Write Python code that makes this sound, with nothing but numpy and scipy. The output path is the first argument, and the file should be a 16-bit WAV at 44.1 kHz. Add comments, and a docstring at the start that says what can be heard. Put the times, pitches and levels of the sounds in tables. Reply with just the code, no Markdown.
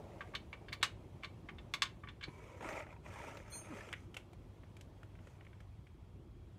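"""A faint brush of cloth, then a socket wrench clinks on its bolt, close by, under a jacked-up car.
Each knock rings the steel and rattles the underbody. The worker then shifts over on a sheet on the
garage floor: cloth rustles and snaps, a weight bumps, a loose steel tool slides and rings, and small
parts click in the hands. All of this is near the microphone, with only a weak, short echo;
a faint hum, a low rumble and a distant drone fill the garage behind it."""
import sys
import numpy as np
from scipy import signal
from scipy.fft import rfft, irfft, next_fast_len
from scipy.io import wavfile
from scipy.ndimage import uniform_filter1d

SR = 44100
rng = np.random.default_rng(int(sys.argv[2]) if len(sys.argv) > 2 else 0)


def generate_wav(signal):
    """Clip the signal to [-1, 1] and save it as 16-bit WAV at the path in sys.argv[1]."""
    frames = np.transpose(np.atleast_2d(signal))
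    scaled = np.clip(frames, -1, 1) * 32767
    pcm = np.round(scaled).astype(np.int16)
    wavfile.write(sys.argv[1], SR, pcm)


N = 290291
TIME = np.arange(N) / SR

# room tone of the garage: (frequency [Hz], relative density [dB])
ROOM_SPECTRUM = [(12, -42.5), (20, -37), (47, 3), (103, 1.5), (282, -8.5), (342, -5), (452, -12),
                 (597, -13), (1130, -32), (1380, -38), (1630, -42.5), (2210, -41.5), (4810, -51),
                 (9930, -57), (15500, -64)]
# sounds far from the microphone: (time [s], relative drone level [dB], relative wash level [dB])
DISTANT_LEVELS = [(0.0, -62.5, -57), (0.42, -64.5, -67), (1.8, -64, -71.5), (2.2, -66.5, -77.5),
                  (4.1, -65, -75.5), (5.35, -68.5, -74.5), (5.88, -72, -83), (6.25, -63, -85.5),
                  (6.58, -68, -83.5)]
# resonances of a light drag over the floor:
# (start frequency [Hz], end frequency [Hz], width [Hz], start level [dB], end level [dB])
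DRAG_RESONANCES = [(375, 555, 71, -73, -57.5), (980, 1000, 120, -63.5, -73), (2300, 2230, 73, -70, -75),
                   (11000, 10700, 450, -79, -135)]
# dull bumps on the floor: (time [s], level [dB], starting pitch [Hz], length [s])
FLOOR_BUMPS = [(2.278, -46.5, 411, 0.013), (2.281, -45.5, 188, 0.015), (2.63, -50, 276, 0.012),
               (2.649, -45, 379, 0.0192), (3.695, -46.5, 325, 0.0572)]
# rustle of the cloth: (frequency [Hz], relative density [dB])
CLOTH_SPECTRUM = [(120, -10), (220, 0), (400, 6.5), (600, -1.5), (790, 1.5), (1000, -1), (1400, -3),
                  (1750, -2.5), (2450, 0), (3200, -21), (4500, -26.5), (9000, -46)]
# fizz of its brushing fibres: (frequency [Hz], relative density [dB])
FIBRE_SPECTRUM = [(2000, 1.5), (3200, 10), (4200, -1.5), (5200, 3.5), (6500, 6.5), (8000, 1), (9500, -1),
                  (10500, -9.5), (13000, -6.5), (15500, -25)]
# hollow resonances of the gap under the car: (frequency [Hz], width [Hz], relative level [dB])
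GAP_RESONANCES = [(591, 112, 2), (940, 94, -3), (1302, 174, -0.5), (2130, 710, -1)]
# cloth dragged over the floor: (time [s], length [s], relative rustle [dB], relative fizz [dB])
CLOTH_STROKES = [(0.0, 0.45, -64.5, -79), (2.244, 0.56, -60.5, -72.5), (2.596, 0.25, -45, -61.5),
                 (2.778, 0.2, -57, -77.5), (3.018, 0.43, -50, -64), (3.403, 0.28, -56.5, -70.5),
                 (3.629, 0.32, -53, -65.5), (3.887, 0.21, -68, -75), (5.184, 0.22, -68.5, -77.5)]
# folds that snap free: (time [s], level [dB], bright edge [dB], hollow note [Hz])
FOLD_SNAPS = [(2.608, -40, -14, 500), (2.645, -40.5, -2, 976), (2.688, -36, 11, 622), (2.726, -45, 18, 587),
              (2.78, -53, 0, 595), (2.802, -37, 0, 616), (2.865, -46, -2, 627), (2.926, -50, 11, 976),
              (2.962, -51.5, -6, 935), (3.062, -45, -9, 597), (3.199, -41.5, -7, 937),
              (3.245, -46.5, -6, 620), (3.37, -46, 24, 564), (3.4, -51, -6, 530), (3.553, -47.5, -6, 950),
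              (3.806, -44.5, -3, 1770)]
# modes of the sliding steel tool: (frequency [Hz], relative level [dB], t60 [s])
TOOL_MODES = [(6260, -8, 0.11), (6410, -4.5, 0.33), (6770, -13, 0.13), (8949, 2.5, 0.22), (9800, -14, 0.58),
              (10000, -23, .25), (11260, -29, .15), (11950, -23, .15), (12110, -17, 0.2), (13700, -36, .25),
              (15260, -43, .15)]
# the tool catching on grit: (time [s], frequency [Hz], level [dB], t60 [s])
TOOL_CATCHES = [(3.502, 11700, -58, 0.09), (3.502, 6100, -56, 0.07), (3.519, 4225, -47.5, 0.18),
                (3.519, 3390, -53, 0.08), (3.533, 2520, -50, 0.08)]
# small parts in the hands: (time [s], level [dB], thud [dB], bright edge [dB], pitch [Hz])
PART_CLICKS = [(2.272, -64, 8, -24, 980), (3.8883, -47, -12, -8, 1360), (3.9276, -34.5, -23, -5, 2560),
               (3.9364, -36.5, -11, -18, 1970), (4.143, -45, -2, 4, 3060), (4.1669, -36.5, -2.5, 2, 2720),
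               (4.331, -58.5, 7, 6, 1360), (4.634, -58, 7, -12, 2140), (4.7672, -54, -4, 4.5, 2300),
               (4.81, -54.5, -10, 12.5, 3020), (5.0305, -54, -1, -1, 1400), (5.153, -57, -8, -16, 1550),
               (5.189, -60, -4, -21, 1410), (5.271, -57, 9, 0, 1360), (5.4086, -55, -10, -19, 1920),
               (5.449, -59, -13, -4, 2200), (5.467, -56, -10, -15, 2140), (5.53, -56, -2, -18, 2280),
               (5.604, -55.5, 3, 2, 1680), (5.8683, -55.5, -10, -7, 2170)]
# the snap of those parts: (frequency [Hz], relative density [dB])
CLICK_SPECTRUM = [(200, -50), (500, 6), (1000, -1), (1400, 0.5), (2300, 4), (3250, -1), (4400, -12),
                  (7400, -12), (11700, -19.5), (15500, -35)]
# modes of wrench and bolt: (frequency [Hz], relative level [dB], t60 of the lingering ring [s])
WRENCH_MODES = [(973, -6, 0.18), (1055, -2, .2), (1149.6, 4, 0.18), (1263, -1.5, 0.17), (1470, 0.5, 0.16),
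                (1616, 9.5, 0.066), (1804, 1.5, 0.17), (2166, 10.5, 0.059), (2282, 13, 0.06),
                (2723, 5.5, 0.076), (2900, -1, 0.193), (3100, 5.5, .1), (3350, 3.5, .04),
                (3490, 9.5, 0.083), (3700, -1, 0.15), (3996, 1.5, 0.099), (4380, 4.5, 0.078),
                (4470, -6, .18), (4700, 0, 0.052), (5130, -4, .07), (5310, -2.5, 0.065), (6280, -13.5, 0.2),
                (6490, -10, 0.085), (6630, -14.5, .17), (7700, -11, .06)]
# dense clatter of the underbody: (frequency [Hz], relative density [dB])
UNDERBODY_SPECTRUM = [(200, -15), (450, -14), (780, -6.5), (1100, -3.5), (1700, 1), (2200, 5.5), (3500, 2),
                      (4700, -6), (5800, -8), (8000, -11.5), (10500, -24.5), (15500, -32)]
# the wrench seating on the bolt:
# (time [s], level [dB], low ring [dB], underbody clatter [dB], main ring [Hz], second ring [Hz])
WRENCH_CLINKS = [(0.2076, -46, 8.5, -5.5, 1160, 1600), (0.3506, -34, 0.5, -16, 3950, 3060),
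                 (0.5289, -43, 5, -8, 1120, 2350), (0.684, -45, 3, -10, 4760, 3480),
                 (0.7276, -34.5, 1.5, -14, 2330, 4430), (0.8279, -27, 4.5, -4.5, 1200, 1580),
                 (0.852, -40, 2, -5.5, 2850, 4430), (1.234, -40.5, 1.5, -9, 2700, 1140),
                 (1.245, -39, -1, -11.5, 3620, 4050), (1.4871, -46, 5.5, -4.5, 1135, 2320),
                 (1.584, -45.5, -4, -15, 3460, 1770), (1.7377, -30, 0.5, -12, 2240, 1087),
                 (1.8199, -27.5, 2.5, -8, 1740, 1120), (1.855, -40, -1, -12, 3485, 2700),
                 (2.036, -57, 13, -15, 1170, 1770), (2.0728, -53, 8.5, -15, 1700, 2300),
                 (2.086, -44.5, 0.5, -6, 3540, 4000), (2.21, -46.5, -1, -8, 1600, 3030),
                 (2.2371, -37.5, -1.5, -13, 4330, 4100)]
# steel slipping before it seats, or on the rebound: (time [s], level [dB], low ring [dB], main ring [Hz])
WRENCH_SLIPS = [(0.337, -54.5, 18.5, 1140), (0.348, -40, -7, 3430), (0.722, -41, 1, 2290),
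                (0.811, -46, -2, 3760), (1.225, -48, 0, 2330), (1.857, -45.5, -10, 2730),
                (2.226, -34, -8, 2250)]

FIRM_DB = -37  # level of a firm contact; harder ones are brighter, lighter ones duller


def amp(db):
    """Decibels to amplitude."""
    return 10 ** (np.asarray(db) / 20)


def unit_rms(x):
    """Scales x to an rms of 1."""
    return x / np.sqrt(np.mean(x ** 2) + 1e-20)


def add(mix, start_s, sound):
    """Mixes a sound in at its start time."""
    part = mix[round(start_s * SR):][:len(sound)]
    part += sound[:len(part)]


def coloured(x, spectrum):
    """Gives x a smooth spectrum and an rms of 1."""
    hz, db = np.transpose(spectrum)
    size = next_fast_len(len(x))
    bins_hz = np.fft.rfftfreq(size, 1 / SR)
    gain = amp(np.interp(np.log(bins_hz + 1), np.log(hz), db))
    return unit_rms(irfft(rfft(x, size) * gain, size)[:len(x)])


def split(x, hz):
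    """The parts of x below and above hz."""
    low = signal.sosfiltfilt(signal.butter(3, hz, fs=SR, output="sos"), x)
    return low, x - low


def wander(per_s):
    """A random drift around zero that takes a new course per_s times a second."""
    knots = rng.standard_normal(4000)
    return 1.6 * np.interp(TIME * per_s, np.arange(len(knots)), knots)


def patchy(x, depth_db):
    """Lets each band of x swell and sink on its own; rms of 1."""
    bands = signal.stft(x, nperseg=512, noverlap=384)[2]
    patches = uniform_filter1d(rng.standard_normal(bands.shape), size=4, axis=0)
    patches = unit_rms(uniform_filter1d(patches, size=8, axis=1))
    return unit_rms(signal.istft(bands * amp(depth_db * patches), nperseg=512, noverlap=384)[1][:N])


def resonate(x, hz, width_hz):
    """A steep resonance that may glide; rms of 1."""
    carrier = np.exp(2j * np.pi * np.cumsum(hz * np.ones(N)) / SR)
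    pole = np.exp(-np.pi * width_hz / SR)
    return unit_rms((carrier * signal.lfilter([1], [1, -2 * pole, pole * pole], x / carrier)).real)


def grains(per_s, spread_db):
    """Friction as tiny slips of uneven size."""
    size = amp(spread_db * np.minimum(rng.exponential(1, N), 4))
    return unit_rms((rng.random(N) < per_s / SR) * size * rng.choice([-1, 1], N))


def reflections(size, first_per_s=1500, doubling_s=0.005):
    """Echoes off the underbody and the floor: single spikes at first, soon a dense crowd."""
    doublings = np.minimum(np.arange(size) / SR / doubling_s, 10)
    chance = np.minimum(first_per_s / SR * 2 ** doublings, 1)
    return (rng.random(size) < chance) * rng.choice([-1, 1], size) / np.sqrt(chance)


def contact(sound, low_db, edge_db, rise_s):
    """Where and how hard two things meet sets the low part, the bright edge and the attack."""
    low, rest = split(sound, 2320)
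    middle, edge = split(rest, 3540)
    onset = 1 - np.exp(-np.arange(len(sound)) / SR / rise_s)
    return (amp(low_db) * low + middle + amp(edge_db) * edge) * onset


def room_tone(rumble_db=-57, hiss_db=-72, hum_hz=100.9, hum_db=-62.5,
              whine_hz=3275, whine_db=-94.5, tone_db=-91):
    """The garage itself: rumble, distant drone and fading wash, hiss, mains hum and a faint whine."""
    air = patchy(coloured(rng.standard_normal(N), ROOM_SPECTRUM), depth_db=1.7)
    rumble, rest = split(air, 176)
    drone, rest = split(rest, 483)
    wash, hiss = split(rest, 974)
    times, drone_db, wash_db = np.transpose(DISTANT_LEVELS)
    drone_db = np.interp(TIME, times, drone_db) + 1
    wash_db = np.interp(TIME, times, wash_db) - 1
    layers = [(rumble, rumble_db), (drone, drone_db), (wash, wash_db),
              (hiss, hiss_db + 0.25 * (wash_db - wash_db.mean()))]
    bed = sum(unit_rms(noise) * amp(db) for noise, db in layers)
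    hum = np.sqrt(2) * np.sin(2 * np.pi * (hum_hz * TIME + 0.12 * wander(4)))
    hum *= amp(hum_db + 1.5 * wander(4.9))
    whine = signal.lfilter(*signal.iirpeak(whine_hz, Q=11, fs=SR), rng.standard_normal(N))
    whine_tone = np.sqrt(2) * np.sin(2 * np.pi * (whine_hz * TIME + 0.3 * wander(25)))
    return bed + hum + amp(whine_db) * unit_rms(whine) + amp(tone_db) * whine_tone


def garage_echo(x, low_t60=0.21, high_t60=0.17, rise_s=0.023):
    """What the garage sends back to the microphone: a diffuse tail whose treble dies first."""
    t = np.arange(SR // 2) / SR
    low, high = split(rng.standard_normal(len(t)), 3600)
    tail = low * amp(-60 * t / low_t60) + high * amp(-60 * t / high_t60)
    tail *= 1 - np.exp(-t / rise_s)
    return signal.fftconvolve(x, tail / np.linalg.norm(tail))[:N]


def floor_drag(start_s=2.265, length_s=0.374, attack_s=0.009, release_s=0.03):
    """Something is drawn over the floor with a faint, hollow scrape whose lowest note climbs."""
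    t = TIME - start_s
    progress = np.clip(t / length_s, 0, 1)
    touch = np.clip(np.minimum(t / attack_s, (length_s - t) / release_s), 0, 1)
    rub = grains(3000, 2)
    return touch * sum(resonate(rub, hz + (end_hz - hz) * progress, width)
                       * amp(db + (end_db - db) * progress)
                       for hz, end_hz, width, db, end_db in DRAG_RESONANCES)


def floor_bumps(pitch_sag=0.57, overtone_db=-11, grit_db=-12):
    """A weight rubs to a stop on the floor: a short low judder that slows down."""
    out = np.zeros(N)
    for start_s, level_db, hz, length_s in FLOOR_BUMPS:
        progress = np.linspace(0, 1, int(length_s * SR))
        phase = 2 * np.pi * np.cumsum(hz * (1 - pitch_sag * progress ** 2)) / SR
        grit = coloured(rng.standard_normal(SR // 4), CLOTH_SPECTRUM)[:len(phase)]
        judder = np.sin(phase) + amp(overtone_db) * np.sin(2 * phase) + amp(grit_db) * grit
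        add(out, start_s, amp(level_db) * judder * signal.windows.tukey(len(phase), 0.5))
    return out


def cloth_strokes(attack_s=0.043, release_s=0.036, ends_db=-10.5):
    """Envelopes of rustle and fizz: each stroke starts, speeds up to its middle and stops."""
    rustle, fizz = np.zeros((2, N))
    for start_s, length_s, rustle_db, fizz_db in CLOTH_STROKES:
        t = np.arange(0, length_s, 1 / SR)
        touch = np.minimum(t / attack_s, 1) * np.minimum((length_s - t) / release_s, 1)
        arch_db = ends_db * (2 * t / length_s - 1) ** 2
        add(rustle, start_s, touch * amp(rustle_db + arch_db))
        add(fizz, start_s, touch * amp(fizz_db + arch_db))
    return rustle, fizz


def cloth_jerks(typical_per_s=42, release_s=0.0055, lift_db=-1):
    """Cloth sticks and jerks free at uneven intervals; each jerk lifts the rustle for a moment."""
    count = np.floor(np.cumsum(typical_per_s * amp(4 * wander(60))) / SR)
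    jerks = np.diff(count, prepend=0) * rng.uniform(0.34, 1, N)
    lift = signal.lfilter([1], [1, -np.exp(-1 / (release_s * SR))], jerks)
    return unit_rms(1 + amp(lift_db) * lift)


def cloth_rustle(rustle_gain_db=-2, patch_db=5.5, crackle_db=-13):
    """Shifting folds catch and let go in clumps, with a light crackle, over a fizz of brushing fibres."""
    clumps = unit_rms(amp(wander(110)))
    rustle_envelope, fizz_envelope = cloth_strokes()
    folds = patchy(coloured(grains(3000, 1.8), CLOTH_SPECTRUM), patch_db)
    crackle = amp(crackle_db) * coloured(grains(400, 2), CLOTH_SPECTRUM)
    rub = grains(3000, 2.8)
    hollow = unit_rms(sum(amp(db) * resonate(rub, hz, width) for hz, width, db in GAP_RESONANCES))
    rustle = unit_rms(folds + crackle + hollow) * cloth_jerks() * amp(rustle_gain_db)
    fizz = patchy(coloured(grains(6000, 2.7), FIBRE_SPECTRUM), patch_db / 2)
    return clumps * (rustle * rustle_envelope + fizz * fizz_envelope)


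def fold_snaps(snap_t60=0.031, note_db=-1, note_t60=0.06, note_rise_s=0.0013):
    """A taut fold lets go with a soft snap and a short hollow note."""
    out, t = np.zeros(N), np.arange(SR // 8) / SR
    note_envelope = amp(note_db - 60 * t / note_t60) * (1 - np.exp(-t / note_rise_s))
    for start_s, level_db, edge_db, hz in FOLD_SNAPS:
        burst = coloured(rng.standard_normal(len(t)), CLOTH_SPECTRUM) * amp(-60 * t / snap_t60)
        snap = contact(burst, low_db=1, edge_db=edge_db, rise_s=0.0018)
        note = note_envelope * np.sin(2 * np.pi * hz * t)
        add(out, start_s, amp(level_db) * (snap + note))
    return out


def tool_push(start_s=3.499, length_s=0.063, peak_db=-46, growth_db=10.5, attack_s=0.0026, stop_t60=0.091):
    """Rubbing grows as the tool is pushed ever faster over concrete, and dies as it coasts to a stop."""
    t = TIME - start_s
    pushed_db = growth_db * np.clip(t / length_s - 1, -1, 0)
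    coasting_db = -60 * np.maximum(t - length_s, 0) / stop_t60
    return np.clip(t / attack_s, 0, 1) * amp(peak_db + pushed_db + coasting_db)


def sliding_tool(rasp_db=-18, waver_db=2, waver_turns=0.059, catch_rise_s=0.0074):
    """Grit under the sliding steel keeps its high modes singing; lower ones sound only as it catches."""
    push, out = tool_push(), np.zeros(N)
    for hz, db, t60 in TOOL_MODES:
        pole = amp(-60 / (t60 * SR))
        swell = signal.lfilter([1 - pole], [1, -pole], push + 1e-12)
        tone = np.sin(2 * np.pi * (hz * TIME + waver_turns * wander(140)))
        out += amp(db + waver_db * wander(70)) * swell * tone
    for start_s, hz, db, t60 in TOOL_CATCHES:
        fade = amp(db - 60 * TIME / t60 + waver_db * wander(60))
        onset = 1 - np.exp(-TIME / catch_rise_s)
        tone = np.sin(2 * np.pi * (hz * TIME + waver_turns * wander(180)))
        add(out, start_s, onset * fade * tone)
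    rasp = sum(amp(db / 2) * signal.lfilter(*signal.iirpeak(hz, Q=60, fs=SR), rng.standard_normal(N))
               for hz, db, _ in TOOL_MODES)
    return out + amp(rasp_db) * push * unit_rms(rasp)


def small_parts(snap_t60=0.023, tail_db=-21, tail_t60=0.18, ring_db=-8, ring_t60=0.03,
                tick_db=7, tick_t60=0.0062):
    """Sockets held in the fingers click: a dry snap, a little thud and one short, damped ring."""
    out, t = np.zeros(N), np.arange(SR // 6) / SR
    snap_fade = amp(-60 * t / snap_t60) + amp(tail_db - 60 * t / tail_t60)
    ring_fade = amp(tick_db - 60 * t / tick_t60) + amp(ring_db - 60 * t / ring_t60)
    for start_s, level_db, thud_db, edge_db, hz in PART_CLICKS:
        low_db = 2 - 0.02 * (level_db - FIRM_DB)
        thud, snap = split(coloured(reflections(len(t)), CLICK_SPECTRUM) * snap_fade, 1200)
        ring = ring_fade * np.sin(2 * np.pi * hz * t)
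        click = amp(thud_db) * thud + snap + ring
        add(out, start_s, amp(level_db) * contact(click, low_db, edge_db, rise_s=0.00093))
    return out


def wrench_knocks(firm_edge_db=-2, edge_per_db=1.0441, seat_rise_s=0.00083,
                  slip_clatter_db=-9, slip_edge_db=-9, slip_rise_s=0.0052):
    """Steel meets the bolt: a seating knock is sudden and brighter when harder; a slip starts softly."""
    for start_s, level_db, low_db, clatter_db, *rings_hz in WRENCH_CLINKS:
        edge_db = firm_edge_db + edge_per_db * (level_db - FIRM_DB)
        yield start_s, level_db, low_db, clatter_db, edge_db, seat_rise_s, rings_hz
    for start_s, level_db, low_db, ring_hz in WRENCH_SLIPS:
        yield start_s, level_db, low_db, slip_clatter_db, slip_edge_db, slip_rise_s, [ring_hz]


def socket_wrench(crack_db=7, crack_delay_s=0.00051, clatter_t60=0.085,
                  ring_db=-1.5, linger_db=-18, seated_t60_ratio=0.51,
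                  scatter_db=1.5, favour_db=6.5, favour_octaves=0.14,
                  chatter_db=-8, chatter_t60=0.074, strike_t60=0.015):
    """Each knock: a crack, ringing steel, the socket chattering on the bolt, a clatter under the car."""
    out, t = np.zeros(N), np.arange(SR // 3) / SR
    hz, db, t60 = np.transpose(WRENCH_MODES)[:, :, None]
    # the bolt soaks up most of the ring at once; a weak part lingers in the handle
    decay = amp(-60 * t / (t60 * seated_t60_ratio)) + amp(linger_db - 60 * t / t60)
    # the direct sound reaches the microphone as one sharp spike; a slow rise smothers it
    spike = coloured(signal.unit_impulse(len(t), int(crack_delay_s * SR)), UNDERBODY_SPECTRUM)
    crack = amp(crack_db - 60 * t / clatter_t60) * spike / abs(spike).max()
    for start_s, level_db, low_db, clatter_db, edge_db, rise_s, rings_hz in wrench_knocks():
        scatter, detune, phase = rng.standard_normal((3, len(WRENCH_MODES), 1))
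        # the point of contact favours one or two groups of modes
        octaves_away = np.log2(hz / np.array(rings_hz))
        favoured = np.exp(-(octaves_away / favour_octaves) ** 2).max(1, keepdims=True)
        heights = amp(db + scatter_db * scatter + favour_db * favoured)
        # the grip of the hand shifts the modes a little from knock to knock
        gripped_hz = hz * (1 + 0.0019 * detune)
        tones = heights * np.sin(2 * np.pi * (gripped_hz * t + phase)) / np.sqrt(np.sum(heights ** 2) / 2)
        ring = amp(ring_db) * (decay * tones).sum(0)
        # the loose socket strikes the same modes again and again, damping them each time
        strike = tones.sum(0) * amp(-60 * t / strike_t60)
        bounces = reflections(len(t)) * amp(chatter_db - 60 * t / chatter_t60)
        chatter = signal.fftconvolve(bounces, strike / np.linalg.norm(strike))[:len(t)]
        clatter = coloured(reflections(len(t)), UNDERBODY_SPECTRUM)
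        clatter *= amp(clatter_db - 60 * t / clatter_t60)
        knock = contact(crack + ring + chatter + clatter, low_db, edge_db, rise_s)
        add(out, start_s, amp(level_db) * knock)
    return out


def scene(echo_db=-19):
    """One microphone by the car: the work close up, its short echo and the room tone behind."""
    near = socket_wrench() + small_parts() + floor_bumps()
    near += cloth_rustle() + fold_snaps() + floor_drag() + sliding_tool()
    return (near + amp(echo_db) * garage_echo(near) + room_tone())[None]


def record(dry, cutoff_hz=15750):
    """The microphone chain passes nothing above its band limit."""
    lowpass = signal.firwin(255, cutoff_hz, window=("kaiser", 8), fs=SR)
    return signal.oaconvolve(dry, lowpass[None], "same")


dry = scene()
out = record(dry)
generate_wav(out)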